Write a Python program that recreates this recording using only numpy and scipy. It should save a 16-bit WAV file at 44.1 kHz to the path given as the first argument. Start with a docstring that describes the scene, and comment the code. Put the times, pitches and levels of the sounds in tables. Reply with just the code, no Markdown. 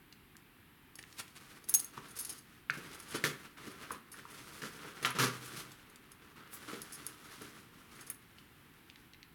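"""Small filled cloth bags on webbing loops are lowered onto a table and picked up in a quiet living room.
First cloth and sleeves rub and swish, and near 1.7 s a big metal ring is struck among jingling clips.
Around 3.2 s a bag lands: its filling crunches, its weight thuds and hard bits knock. Just after 5 s
a heavier landing sets the table top humming. Then come more rubbing, light bumps, clinks of clips
and jewellery, and a few last faint knocks. Everything is close to one microphone."""
import sys
import numpy as np
from scipy import signal
from scipy.fft import rfft, irfft
from scipy.io import wavfile
from scipy.ndimage import uniform_filter1d

SR = 44100
rng = np.random.default_rng(int(sys.argv[2]) if len(sys.argv) > 2 else 0)


def generate_wav(sig):
    """Save sig (samples, or channels by samples) to the path in sys.argv[1] as 16-bit PCM at SR."""
    pcm = np.round(np.clip(np.atleast_2d(sig).T, -1, 1) * 32767).astype(np.int16)
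    wavfile.write(sys.argv[1], SR, pcm)


N = 411894
T = np.arange(N) / SR
AGE = T[:SR * 3 // 4]  # seconds since a short sound began

# tone of a quickly moving fold of cloth: f/Hz, level/dB
FOLD_TONE = [(80, -0.5), (300, -0.5), (650, -9), (1200, -1), (3000, -2), (6500, -9), (11000, -10),
             (17000, -26)]


def undb(db):
    """Turn decibels into a factor to multiply by."""
    return 10 ** (np.asarray(db) / 20)


def unit(x):
    """Scale a signal to an average strength (rms) of 1."""
    return x / np.std(x)


def crest(x, size=176):
    """Scale a signal so that its loudest few milliseconds have a strength of 1."""
    return x / np.sqrt(uniform_filter1d(x * x, size).max())


def add(out, start, x):
    """Mix x into out from a start time in seconds."""
    i = max(int(start * SR), 0)
    out[i:i + len(x)] += x[:N - i]


def colour(x, tone, tilt_db=0):
    """Give x the tone of a table (f/Hz, level/dB); a positive tilt, in dB per octave, brightens it."""
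    octave = np.log2(np.maximum(np.fft.rfftfreq(len(x), 1 / SR), 1))
    hz, db = np.transpose(tone)
    tilt = tilt_db * (np.clip(octave, np.log2(hz[0]), np.log2(hz[-1])) - 10)
    gain = undb(np.interp(octave, np.log2(hz), db) + tilt)
    return unit(irfft(rfft(x) * gain, len(x)))


def grains(count, rate, spread_db):
    """Tiny slips of uneven size at random moments, about `rate` of them a second."""
    size = undb(spread_db * np.minimum(rng.exponential(size=count), 5))
    return unit(rng.standard_normal(count) * size * (rng.random(count) < rate / SR))


def wobble(rate):
    """A line that wanders to a new random value `rate` times a second."""
    points = rng.standard_normal(int(N / SR * rate) + 2)
    return unit(np.interp(T * rate, np.arange(len(points)), points))


def fade(t60, hold=0):
    """Stay at full strength for `hold` seconds, then die away by 60 dB every t60 seconds."""
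    return np.exp(-np.log(1000) * np.maximum(AGE - hold, 0) / max(t60, 1 / SR))


def still_room():
    """The faint, steady rush of a quiet room."""
    # tone of the background: f/Hz, level/dB
    room_tone = [(15, -43), (25, -10.5), (74, -6), (151, -4.5), (204, -6.5), (254, -5), (393, -11),
                 (609, -26.5), (717, -19.5), (942, -16.5), (1810, -15), (3050, -19), (6540, -35.5),
                 (12300, -25.5), (17000, -29)]
    return undb(-61.5) * colour(rng.standard_normal(N), room_tone)


def room_echo(x):
    """A furnished room adds one near reflection and a short tail whose treble dies first."""
    noise = rng.standard_normal(len(AGE))
    low = signal.sosfilt(signal.butter(2, 3500, fs=SR, output="sos"), noise)
    tail = (low * fade(0.4) + undb(-1.5) * (noise - low) * fade(0.25)) * (AGE > .004)
    response = undb(-10.0) * tail / np.sqrt(np.sum(tail ** 2))
    response[0] = 1  # the direct sound
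    response[int(.0095 * SR)] += .15  # the near reflection
    return signal.fftconvolve(x, response)[:N]


def rubbing():
    """Cloth slides in uneven pulls: many small slips, a finer hiss of fibres and creases that snap."""
    # tone of sliding cloth: f/Hz, level/dB
    cloth_tone = [(60, -23.5), (130, -3.5), (380, -3.5), (650, -14.5), (850, -13), (1250, -3.5),
                  (2000, -8.5), (3200, -13), (5000, -21.5), (9000, -40.5)]
    # tone of its fibres: f/Hz, level/dB
    fibre_tone = [(1500, -32.5), (3500, -3.5), (5500, -3), (7500, -6.5), (10000, -4), (13000, -10),
                  (17000, -16)]
    # pulls of cloth over cloth: t/s, length/s, level/dB, hiss compared with that level/dB
    pulls = [(0.975, 0.32, -74, 0.5), (1.394, 0.13, -60.5, -4.5), (1.667, 0.17, -61.5, -2.5),
             (1.922, 0.18, -60.5, -6.5), (2.147, 0.16, -60.5, 2.5), (2.44, 0.11, -68.5, -6),
             (2.72, 0.24, -56.5, -7.5), (2.977, 0.47, -61, -5.5), (3.565, 0.36, -56.5, -9),
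             (4.111, 0.25, -62.5, -5.5), (4.333, 0.4, -58.5, -3), (4.776, 0.26, -57.5, -7),
             (5.305, 0.31, -56.5, -4.5), (5.652, 0.093, -60.5, -6.5), (5.81, 0.54, -68, -10.5),
             (6.345, 0.15, -61, -15), (6.513, 0.24, -56, -5.5), (6.796, .33, -60, -4.5),
             (7.16, 0.42, -60.5, -5), (7.6, 0.34, -69, -6.5), (7.902, 0.18, -63, -5),
             (8.147, 0.9, -74, -5.5)]
    rise_s, release_s, wobble_db = 0.016, 0.073, 2.18
    body, hiss = np.zeros(N), np.zeros(N)
    for start, length, db, hiss_db in pulls:
        rise = np.clip((T - start) / rise_s, 0, 1)
        release = np.exp(-np.maximum(T - start - length, 0) / release_s)
        effort = undb(db) * rise * release
        body = np.maximum(body, effort)
        hiss = np.maximum(hiss, effort * undb(hiss_db))
    slips = undb(2.5) * colour(grains(N, rate=6000, spread_db=2.0), cloth_tone)
    creases = undb(-11.5) * colour(grains(N, rate=70, spread_db=1.5), FOLD_TONE)
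    fibres = undb(2.5) * colour(grains(N, rate=9000, spread_db=-1), fibre_tone)
    return (body * (slips + creases) + hiss * fibres) * undb(wobble_db * wobble(rate=35))


def swishes():
    """One fold pulled quickly over another swells up and dies away a little more slowly."""
    # flicks of cloth: t/s of the peak, level/dB, fall/s, tilt/(dB per octave)
    flicks = [(1.197, -40, 0.012, 1.5), (1.368, -48.5, 0.011, 0.5), (2.933, -52, 0.015, 0),
              (3.132, -48.5, 0.057, -0.5), (4.39, -53, .02, -1.5), (5.46, -51.5, .025, 4),
              (6.543, -48, 0.017, 15)]
    out, from_peak = np.zeros(N), AGE - AGE.mean()
    for peak, db, fall, tilt_db in flicks:
        swell = np.exp(-np.abs(from_peak / np.where(from_peak < 0, 0.81 * fall, fall)))
        rustle = colour(grains(len(AGE), rate=5900, spread_db=1.0), FOLD_TONE, tilt_db)
        add(out, peak - AGE.mean(), undb(db) * swell * rustle)
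    return out


def ringing(taps, notes, tilt_db, detune):
    """Taps make metal ring at its own notes, whose pitch and level vary a little from clink to clink."""
    out, scatter_db = 0, 0.5
    for (hz, db, t60), (off_pitch, off_level) in zip(notes, rng.standard_normal((len(notes), 2))):
        # this filter answers every tap with one fading note
        pole = np.exp((2j * np.pi * hz * (1 + detune * off_pitch) - np.log(1000) / t60) / SR)
        note = crest(signal.lfilter([1], [1, -pole], taps).imag)
        gain = undb(db + tilt_db * np.log2(hz / notes[0][0]) + scatter_db * off_level)
        out = out + gain * note
    return crest(out)


def clink(rattle_s, tilt_db, links_db, ring_db=-9.5, size=8192):
    """Metal parts strike, rattle and scrape; every tap sounds the small links and the big ring."""
    # notes of the small clips and links: f/Hz, level/dB, t60/s
    link_notes = [(4730, -7, 0.066), (5260, -4, 0.044), (6470, -7, 0.061), (8900, -22, .03),
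                  (8850, -5, .03), (9720, 7, 0.06), (9730, 3.5, 0.033), (9700, 0, .05),
                  (10700, -8.5, 0.056), (11180, 5, 0.059), (13300, -27.5, .03), (17050, -27.5, .04)]
    # notes of the big metal ring: f/Hz, level/dB, t60/s
    ring_notes = [(6500, 10.5, 0.061), (7670, -11.5, 0.086), (9240, 6, 0.055), (11200, 3, 0.062),
                  (11600, -8, 0.05), (11700, -10, 0.04), (17000, 1, 0.05)]
    # tone of metal scraping: f/Hz, level/dB
    scrape_tone = [(500, -38.5), (3000, -24), (5500, -9), (7500, -8.5), (9700, 0), (12500, -3),
                   (14500, -13), (16000, -11), (17000, -20.5)]
    taps = 0.47 * rng.standard_normal(size) * (rng.random(size) < 900 / SR) * (AGE[:size] < rattle_s)
    taps[0] = 1  # the first strike
    grit = colour(grains(size, rate=12000, spread_db=2.5), scrape_tone, tilt_db)
    scrape = crest(grit * fade(0.015, hold=rattle_s * 0.79)[:size])
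    links = undb(links_db) * ringing(taps, link_notes, tilt_db, detune=.012)
    ring = undb(ring_db) * ringing(taps, ring_notes, tilt_db, detune=.002)
    return crest(crest(links + ring) + scrape)


def jingles():
    """Clips clink, the big ring is struck, and jewellery shakes on a moving wrist."""
    # single clinks of clips and links: t/s, level/dB, rattle/s, tilt/(dB per octave)
    clinks = [(.955, -46.5, .001, -7.5), (.987, -50.5, .008, -10.5), (1.641, -53, 0.0056, -10),
              (1.688, -38, .002, 2), (1.694, -30.5, 0.0051, 6), (1.795, -34.5, 0.011, -2),
              (2.188, -39, 0.024, 0), (2.249, -39.5, 0.0073, -4), (2.294, -40, 0.016, -6),
              (3.000, -48.5, 0.0072, -5), (3.150, -47, .025, -5), (3.262, -53, 0.033, -1),
              (3.917, -44.5, .008, 2.5), (4.117, -51, 0.024, -4), (5.028, -44, 0.0037, -7),
              (5.058, -44.5, .008, 10), (5.105, -42, 0.0037, 2), (5.899, -58, .003, 2),
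              (6.118, -51, .003, -4), (6.818, -40.5, 0.0028, -4.5), (6.923, -46, 0.035, -4.5),
              (7.066, -34, .001, 0), (7.419, -50.5, .003, 4), (8.100, -35, .0045, 8), (8.145, -53, .002, 0)]
    # strikes on the big ring: t/s, level/dB, rattle/s
    strikes = [(1.740, -20.5, 0.015), (1.845, -39.5, .001)]
    # shakes of the wrist: t/s, length/s, level/dB
    shakes = [(2.044, .1, -54.5), (2.144, .21, -50.5), (2.92, .19, -55.5), (3.642, .06, -61),
              (4.289, .04, -58.5), (7.949, .11, -57)]
    clinks_per_s, scatter_db = 24, 3
    out = np.zeros(N)
    for start, db, rattle_s, tilt_db in clinks:
        add(out, start, undb(db) * clink(rattle_s, tilt_db, links_db=2))
    for start, db, rattle_s in strikes:
        add(out, start, undb(db) * clink(rattle_s, tilt_db=1, links_db=-29.5, ring_db=9.5))
    for start, length, db in shakes:
        for moment in np.arange(start, start + length, 1 / clinks_per_s):
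            late = rng.random() / clinks_per_s
            strength = undb(db + scatter_db * rng.standard_normal())
            add(out, moment + late, strength * clink(rattle_s=.014, tilt_db=-4.5, links_db=-1))
    return out


def knock(db, centre_hz, t60, lead):
    """A hard hit chatters for a moment around one rough pitch; higher knocks spread more widely."""
    hz = np.maximum(np.fft.rfftfreq(len(AGE), 1 / SR), 1)
    force = rng.standard_normal(len(AGE)) * fade(t60)
    force[0] += 6  # the hit itself
    pitch_ratio = centre_hz / 1720
    width_octaves = 0.5 * pitch_ratio
    body = 1 / (1 + (np.log2(hz / centre_hz) / width_octaves) ** 4)
    click = 0.0061 * pitch_ratio ** 2  # a little of every frequency
    spectrum = rfft(np.roll(force, lead)) * (body + click)
    return undb(db) * crest(irfft(spectrum, len(AGE)))


def knocks():
    """Hard bits knock; the firmest bounce once, weaker and brighter."""
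    # hits of hard bits: t/s, level/dB, centre f/Hz, t60/s
    hits = [(0.126, -47.5, 3400, 0.02), (0.355, -52, 1500, .008), (0.368, -48, 4640, 0.0047),
            (0.99, -43, 2130, .036), (1.028, -47, 3780, .017), (1.039, -44, 2150, .014),
            (1.127, -48.5, 3900, .018), (1.280, -51, 4150, 0.018), (1.978, -36.5, 1150, 0.0058),
            (2.699, -20, 1790, 0.0076), (3.241, -19, 1720, 0.0071), (3.908, -29.5, 1210, .015),
            (4.142, -45.5, 1460, 0.028), (4.195, -45.5, 1610, 0.014), (4.254, -40.5, 1090, 0.015),
            (4.621, -37, 1420, 0.017), (4.638, -34.5, 1484, 0.012), (5.049, -22, 2300, 0.039),
            (5.718, -49, 4970, 0.051), (5.959, -48.5, 4400, 0.018), (6.744, -46, 1800, .012),
            (7.993, -50, 1900, .017), (8.103, -44.5, 1900, .017), (8.385, -49, 2570, 0.032),
            (8.9, -44.5, 3130, 0.012), (8.959, -48, 2850, 0.017), (9.135, -48.5, 3140, 0.015),
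            (9.146, -51.5, 2300, 0.027), (9.230, -44.5, 3100, 0.013)]
    bounce_above_db, bounce_s, bounce_db, bounce_pitch = -26, .0058, -15, 1.82
    lead = SR // 1000  # samples left free ahead of each hit for its rise
    out = np.zeros(N)
    for start, db, hz, t60 in hits:
        add(out, start - lead / SR, knock(db, hz, t60, lead))
        if db > bounce_above_db:
            add(out, start + bounce_s - lead / SR, knock(db + bounce_db, hz * bounce_pitch, t60, lead))
    return out


def table_hum():
    """The weight of a heavy landing sets the table top humming."""
    # notes of the table top: f/Hz, level/dB, t60/s
    notes = [(127.5, 4, 0.24), (125.9, -13.5, 0.97), (253, 1.5, 0.27)]
    # presses on the table top: t/s, level/dB
    presses = [(5.035, -47), (5.185, -34.5)]
    hum = sum(undb(db) * fade(t60) * np.sin(2 * np.pi * hz * AGE) for hz, db, t60 in notes)
    swell = (1 - fade(0.23)) ** 2
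    out = np.zeros(N)
    for start, db in presses:
        add(out, start, undb(db) * crest(hum * swell))
    return out


def landings():
    """A bag's weight thuds and its filling crunches as it settles; a louder crunch lasts longer."""
    # bags landing or shifting: t/s, crunch level/dB, thud level/dB, settle/s, crunch tilt/(dB per octave)
    bags = [(1.972, -50, -48.5, .007, -1), (2.700, -50, -47.5, .004, -2), (2.772, -51, -45.5, 0.012, 4),
            (3.143, -36.5, -37, 0.0084, 0), (3.239, -29, -32, 0.0038, 2), (3.668, -50, -47, 0.011, 1.5),
            (3.906, -44.5, -44.5, 0.0089, -7.5), (4.618, -46, -47, .05, 1.5),
            (4.845, -47.5, -46.5, 0.0057, -5), (5.027, -42.5, -47.5, 0.014, 0.5),
            (5.048, -30.5, -51, 0.014, -1.5), (5.150, -41, -42.5, 0.029, -1.5), (5.187, -29, -36, .059, 1),
            (5.562, -45.5, -54.5, 0.047, 3.5), (6.681, -46, -47, .008, -1.5),
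            (6.730, -45, -40.5, 0.0046, 0.5), (7.413, -49, -46.5, .002, -1.5)]
    # tone of the shifting filling: f/Hz, level/dB
    crunch_tone = [(60, -40), (300, -15), (750, -13.5), (1300, 3), (1900, -4.5), (2700, -6.5), (6000, -11),
                   (8000, -17.5), (10500, -16), (13000, -21.5), (17000, -33)]
    # tone of the thud: f/Hz, level/dB
    thud_tone = [(50, -40), (95, -29), (140, 2), (200, -0.5), (320, -3.5), (420, -2), (520, -8.5),
                 (700, -24), (1500, -45)]
    out = np.zeros(N)
    for start, crunch_db, thud_db, settle_s, tilt_db in bags:
        t60 = .15 * 2 ** ((crunch_db + 40) / 20.5)  # doubles with every 20.5 dB
        crunch = colour(grains(len(AGE), rate=9000, spread_db=1.25), crunch_tone, tilt_db)
        thud = colour(rng.standard_normal(len(AGE)), thud_tone)
        add(out, start, fade(t60, hold=settle_s) * (undb(crunch_db) * crunch + undb(thud_db) * thud))
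    return out


def scene():
    """Balance cloth, landings, knocks and jingles, give them echo, then add table hum and background."""
    cloth = undb(0.54) * rubbing() + undb(2.0) * swishes()
    handling = cloth + undb(-1.75) * landings() + undb(-3.0) * knocks() + undb(1.1) * jingles()
    # such small things give off no deep bass
    handling = signal.sosfilt(signal.butter(3, 80, "high", fs=SR, output="sos"), handling)
    background = still_room()
    return (room_echo(handling) + table_hum() + background)[None]


def record(dry):
    """Cut away the highest treble, above 17500 Hz."""
    return signal.sosfilt(signal.ellip(10, .2, 70, 17500, fs=SR, output="sos"), dry)


dry = scene()
out = record(dry)
generate_wav(out)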